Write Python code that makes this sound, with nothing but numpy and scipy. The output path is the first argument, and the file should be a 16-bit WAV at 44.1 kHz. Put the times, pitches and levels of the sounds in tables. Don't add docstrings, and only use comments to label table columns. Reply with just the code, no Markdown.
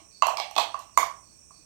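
import sys
import numpy as np
from scipy import signal
from scipy.fft import rfft, irfft, next_fast_len
from scipy.io import wavfile

SR = 44100
rng = np.random.default_rng(int(sys.argv[2]) if len(sys.argv) > 2 else 0)


def rack_gain(trim_db):
    fader = np.asarray(trim_db, float)
    return 10 ** (fader / 20)


def unload_wav(signal):
    wavfile.write(
        sys.argv[1],
        SR,
        np.round(np.clip(np.atleast_2d(signal).T, -1, 1) * 32767).astype(np.int16),
    )


N = 72765


def read(points, hz):
    table_hz, value = np.transpose(points)
    return np.interp(np.log(hz + 1), np.log(table_hz + 1), value)


def evened(x):
    return x / np.sqrt(np.mean(x ** 2) + 1e-20)


def add(mix, start_s, sound):
    at = round(start_s * SR)
    part = mix[max(at, 0):][:len(sound) + min(at, 0)]
    part += sound[max(-at, 0):][:len(part)]


def coloured(x, spectrum):
    gain = rack_gain(read(spectrum, np.fft.rfftfreq(len(x), 1 / SR)))
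    return irfft(rfft(x) * gain, len(x))


def resonate(x, hz, width_hz):
    turn = np.exp(2j * np.pi * hz * np.arange(len(x)) / SR)
    r = np.exp(-np.pi * width_hz / SR)
    at_zero_hz = signal.lfilter([(1 - r) ** 2], [1, -2 * r, r * r], x / turn)
    return 2 * (turn * at_zero_hz).real


def ring(modes, t, phases):
    out = 0
    for (hz, level_db, t60_s), phase in zip(modes, phases):
        out = out + rack_gain(level_db - 60 * t / t60_s) * np.sin(2 * np.pi * (hz * t + phase))
    return out


def slow(top_hz):
    t = np.arange(N) / SR
    rates_hz = np.geomspace(.5, top_hz, num=12)
    return evened(sum(np.sin(2 * np.pi * (f * t + rng.random())) / np.sqrt(f) for f in rates_hz))


# hz, t60_s
ROOM_T60 = [(300, 0.35), (1000, .38), (3000, 0.31), (6000, 0.28), (9000, 0.27), (14000, 0.22)]
# hz, level_db
ROOM_TONE = [(300, 0.5), (700, -1.5), (1100, -8.5), (1700, 3.5), (3000, 8.5), (6000, 0), (10000, -5),
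             (15000, 2.5)]


def room(x, t60_scale=0.93):
    rise_s = .012
    taps = np.zeros(SR)
    at = np.arange(80, SR - 20, 16)
    taps[at + rng.integers(0, 16, at.shape)] = rng.choice([-1., 1.], at.shape)
    hz, t, bands = signal.stft(taps, SR, nperseg=256)
    bands = bands * rack_gain(-60 * t / (t60_scale * read(ROOM_T60, hz)[:, None]))
    tail = signal.istft(bands, SR, nperseg=256)[1][:SR]
    tail = tail * (1 - np.exp(-np.arange(SR) / SR / rise_s))
    size = next_fast_len(len(x) + SR)
    tone = rack_gain(read(ROOM_TONE, np.fft.rfftfreq(size, 1 / SR)))
    return irfft(rfft(x, size) * rfft(tail / np.linalg.norm(tail), size) * tone, size)[:len(x)]


# hz, level_db, t60_s
CAVITY_MODES = [(678.2, -12.5, 0.061), (565, -51, .05), (800, -19, 0.12), (924, -44, 0.017),
                (1122, -6.5, .04)]
# hz, level_db
CRACK_SPECTRUM = [(1500, -14.5), (2500, -5), (4500, -3), (7000, 4), (9800, -8), (12000, -4), (15000, -13.5),
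                  (17000, -14)]
CAVITY_DB = {"knock": -1.5, "snap": -5.5, "slide": 2.5, "rattle": 1.5, "tick": -1}


def hit(boom_db, boom_hz, click_db, crack_db, modes, cavity_db):
    boom_split_hz, boom_t60_s, boom_rise_s, low_cut_hz = 32.7, 0.056, 0.0017, 650
    click_rise_s, crack_t60_s, crack_wet_db, room_db = 0.00039, 0.013, 5.5, -2.5
    blunt_t60_s = 0.039 * 0.49
    t = np.arange(SR // 8) / SR
    phase_luck, pitch_luck = rng.random((2, 16))

    pair = np.cos(2 * np.pi * boom_split_hz * t) * np.sin(2 * np.pi * boom_hz * t)
    pair = pair * rack_gain(-60 * t / boom_t60_s)
    cavity = rack_gain(cavity_db) * ring(CAVITY_MODES, t, np.zeros(16))
    boom = (pair + cavity) * (1 - np.exp(-t / boom_rise_s))
    low_cut = signal.butter(N=2, Wn=low_cut_hz, btype="high", fs=SR, output="sos")
    boom = rack_gain(boom_db) * signal.sosfilt(low_cut, boom)

    struck = [(hz * (.98 + 0.031 * u), db, t60_s) for (hz, db, t60_s), u in zip(modes, pitch_luck)]
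    click = rack_gain(click_db) / 2 * ring(struck, t, phase_luck / 4) * (1 - np.exp(-t / click_rise_s))
    blunt = click * rack_gain(-60 * t / blunt_t60_s) * 1.227
    crack_noise = coloured(rng.standard_normal(len(t)), CRACK_SPECTRUM)
    crack = rack_gain(crack_db - 60 * t / crack_t60_s) * crack_noise

    direct = np.pad(boom + click + crack, (0, SR // 2))
    sent = np.pad(boom + blunt + rack_gain(crack_wet_db) * crack, (0, SR // 2))
    return direct + rack_gain(room_db) * room(sent)


def blows(events, modes, cavity_db):
    out = np.zeros(N)
    for start_s, *blow in events:
        add(out, start_s, hit(*blow, modes, cavity_db))
    return out


# start_s, boom_db, boom_hz, click_db, crack_db
SLIDES = [
    (-.08, -24, 1055, -25.5, -68),
    (.371, -22.5, 1017, -14.5, -26),
    (.381, -14, 927, -27, -42),
    (.3992, -13.5, 759, -15, -32),
]
# hz, level_db, t60_s
SLIDE_MODES = [(346, -27.5, 0.081), (1485, -16, 0.0093), (2292, -1, 0.018), (2770, -1.5, 0.012),
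               (3320, -2, .012), (4324, 1, .012), (4920, 1.5, 0.011), (5760, -6.5, 0.013), (8000, -8, .008)]


def slides():
    return blows(SLIDES, SLIDE_MODES, CAVITY_DB["slide"])


# hz, width_hz, level_db, pulses_per_s
TRILLS = [(5604, 170, -62, 51), (2480, 240, -70.5, 16), (8610, 240, -71, 60)]


def chorus():
    swell_db, throb_depth = 1.2, 0.25
    out = np.zeros(N)
    for hz, width_hz, level_db, pulses_per_s in TRILLS:
        turns = np.cumsum(pulses_per_s * (1 + 0.161 * slow(47))) / SR
        throb = 1 + throb_depth * np.cos(2 * np.pi * turns)
        rasp = evened(resonate(throb * rng.standard_normal(N), hz, width_hz))
        out += rack_gain(level_db + swell_db * slow(5.4)) * rasp
    return out


# hz, width_hz, level_db
MURMUR = (1100, 100, -76.5)


def murmur():
    hz, width_hz, level_db = MURMUR
    return rack_gain(level_db) * evened(resonate(rng.standard_normal(N), hz, width_hz))


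# hz, density_db_per_hz
FAR_CHORUS = [(5100, -120), (5500, -85.5), (6400, -91), (7200, -100.5), (8000, -90.5), (8900, -89),
              (9250, -108), (10500, -125)]
# hz, density_db_per_hz
HISS_LEFT = [(25, -100), (60, -83.5), (170, -90), (700, -102), (2500, -112), (7000, -120), (10000, -123),
             (14000, -115)]
# hz, density_db_per_hz
HISS_RIGHT = [(25, -100), (60, -82.5), (170, -92), (700, -99), (1700, -110), (4000, -113), (10000, -118),
              (14000, -115)]


def hiss(spectrum):
    drift = rack_gain(.8 * slow(8))
    return coloured(rng.standard_normal(N), spectrum) * np.sqrt(SR / 2) * drift


# start_s, left_db, pitch_hz, right_minus_left_db
BUMPS = [
    (0.022, -66, 322, 17),
    (0.446, -55, 177, -12),
    (1.596, -53, 310, -14),
]


def bumps():
    out, t = np.zeros((2, N)), np.arange(3000) / SR
    for start_s, left_db, hz, right_db in BUMPS:
        swell = t / 0.0076 * np.exp(1 - t / 0.0056)
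        thud = rack_gain(left_db) * np.sin(2 * np.pi * hz * t) * swell
        add(out[0], start_s - .006, thud)
        add(out[1], start_s - .006, rack_gain(right_db) * thud)
    return out


# start_s, level_db
CHIRPS = [
    (0.106, -54),
    (.39, -55.5),
    (.67, -58),
    (.94, -54),
    (1.226, -61),
    (1.508, -59),
]


def chirper():
    hz, width_hz, length_s, pulses_per_s = 4480, 400, .12, 35
    depth, rasp_gain, wet_db = .5, 1.7, -3
    t, gate = np.arange(0, length_s, 1 / SR), np.zeros(N)
    strokes = 1 - depth * np.cos(np.pi * pulses_per_s * t) ** 2
    for start_s, level_db in CHIRPS:
        add(gate, start_s, rack_gain(level_db) * strokes * np.sqrt(np.sin(np.pi * t / length_s)))
    rasp = evened(resonate(rng.standard_normal(N), hz, width_hz))
    tone = np.sin(2 * np.pi * hz * np.arange(N) / SR)
    song = gate * (tone + rasp_gain * rasp) / 2
    return song + rack_gain(wet_db) * room(song, t60_scale=.9)


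# start_s, boom_db, boom_hz, click_db, crack_db
KNOCKS = [
    (.2222, 0, 1090, -15, -37.5),
    (.2315, -2, 987, -28, -32.5),
    (.743, -12.5, 1082, -37, -48),
    (.895, -40, 1106, -54, -75),
    (1.507, -36.5, 1088, -65, -69.5),
]
# hz, level_db, t60_s
KNOCK_MODES = [(2165, -1.5, 0.023), (2720, 5, 0.03), (4160, 1, 0.011), (4680, 1, 0.018),
               (5860, 4.5, 0.0033), (6250, 2, .012), (6870, 2, 0.014), (8000, -10.5, 0.017)]


def knocks():
    return blows(KNOCKS, KNOCK_MODES, CAVITY_DB["knock"])


# start_s, boom_db, boom_hz, click_db, crack_db
TICKS = [
    (.268, -8, 712.5, -15.5, -23.5),
    (.284, -3.5, 991, -43, -48),
    (.291, -31.5, 900, -46.5, -46),
    (.511, -27, 788, -31, -43.5),
    (.792, -33, 892, -35, -36),
    (0.886, -58, 870, -59, -60),
]
# hz, level_db, t60_s
SPRING_MODES = [(2840, 10, 0.0041), (4130, -6.5, 0.014), (5900, 0.5, 0.015), (7400, 0, 0.0042),
                (11100, -3.5, 0.011), (12100, -1, .01), (12700, -8.5, .008)]


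def ticks():
    return blows(TICKS, SPRING_MODES, CAVITY_DB["tick"])


# start_s, boom_db, boom_hz, click_db, crack_db
RATTLES = [
    (.554, -37, 800, -29.5, -40.5),
    (.5635, -10.5, 800, -13, -27.5),
    (0.5796, -8, 868, -9, -22.5),
    (.584, -4.5, 1007, -11, -21.5),
    (.5985, -9.5, 889, -11.5, -38),
]
# hz, level_db, t60_s
CELL_MODES = [(342, -18, 0.058), (455, -22.5, 0.034), (2260, -7, 0.012), (2554, -6.5, 0.045),
              (3378, -0.5, .015), (3710, 2, 0.0065), (4320, 1.5, .012), (4910, -10, 0.02),
              (5900, -5, 0.0093), (7680, -6, 0.009)]


def rattles():
    return blows(RATTLES, CELL_MODES, CAVITY_DB["rattle"])


# start_s, boom_db, boom_hz, click_db, crack_db
SNAPS = [
    (0.9744, 3.5, 1054, -6, -11.5),
    (1.029, -6.5, 1087, -34, -27),
]
# hz, level_db, t60_s
SNAP_MODES = [(2144, 1, 0.018), (2750, -8.5, .015), (4040, -10, .012), (4760, -5, .012), (6755, -1, 0.027),
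              (7170, -4, .012), (8300, -4, .01), (12000, -20, .008)]


def snaps():
    return blows(SNAPS, SNAP_MODES, CAVITY_DB["snap"])


# hz, level_db
MIC = [(200, -1), (500, 1.5), (1250, 0), (1600, 0.5), (2000, 0.5), (15500, 2.5), (16000, -21), (20000, -32)]


def lamp():
    return coloured(slides() + knocks() + ticks() + rattles() + snaps(), MIC)


def leak(near):
    narrow = rack_gain(-46) * resonate(near, hz=1120, width_hz=180)
    wide = rack_gain(-54) * resonate(near, hz=700, width_hz=760)
    return narrow + wide


def scene():
    near = lamp()
    crickets = chirper() + chorus() + hiss(FAR_CHORUS)
    right = near + crickets + murmur() + hiss(HISS_RIGHT)
    left = leak(near) + hiss(HISS_LEFT)
    return np.array([left, right]) + bumps()


def top_cut(x):
    return signal.sosfilt(signal.butter(12, 16670, fs=SR, output="sos"), x)


def record(dry):
    mix = np.clip(dry, -.99, .99)
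    return top_cut(mix)


dry = scene()
out = record(dry)
unload_wav(out)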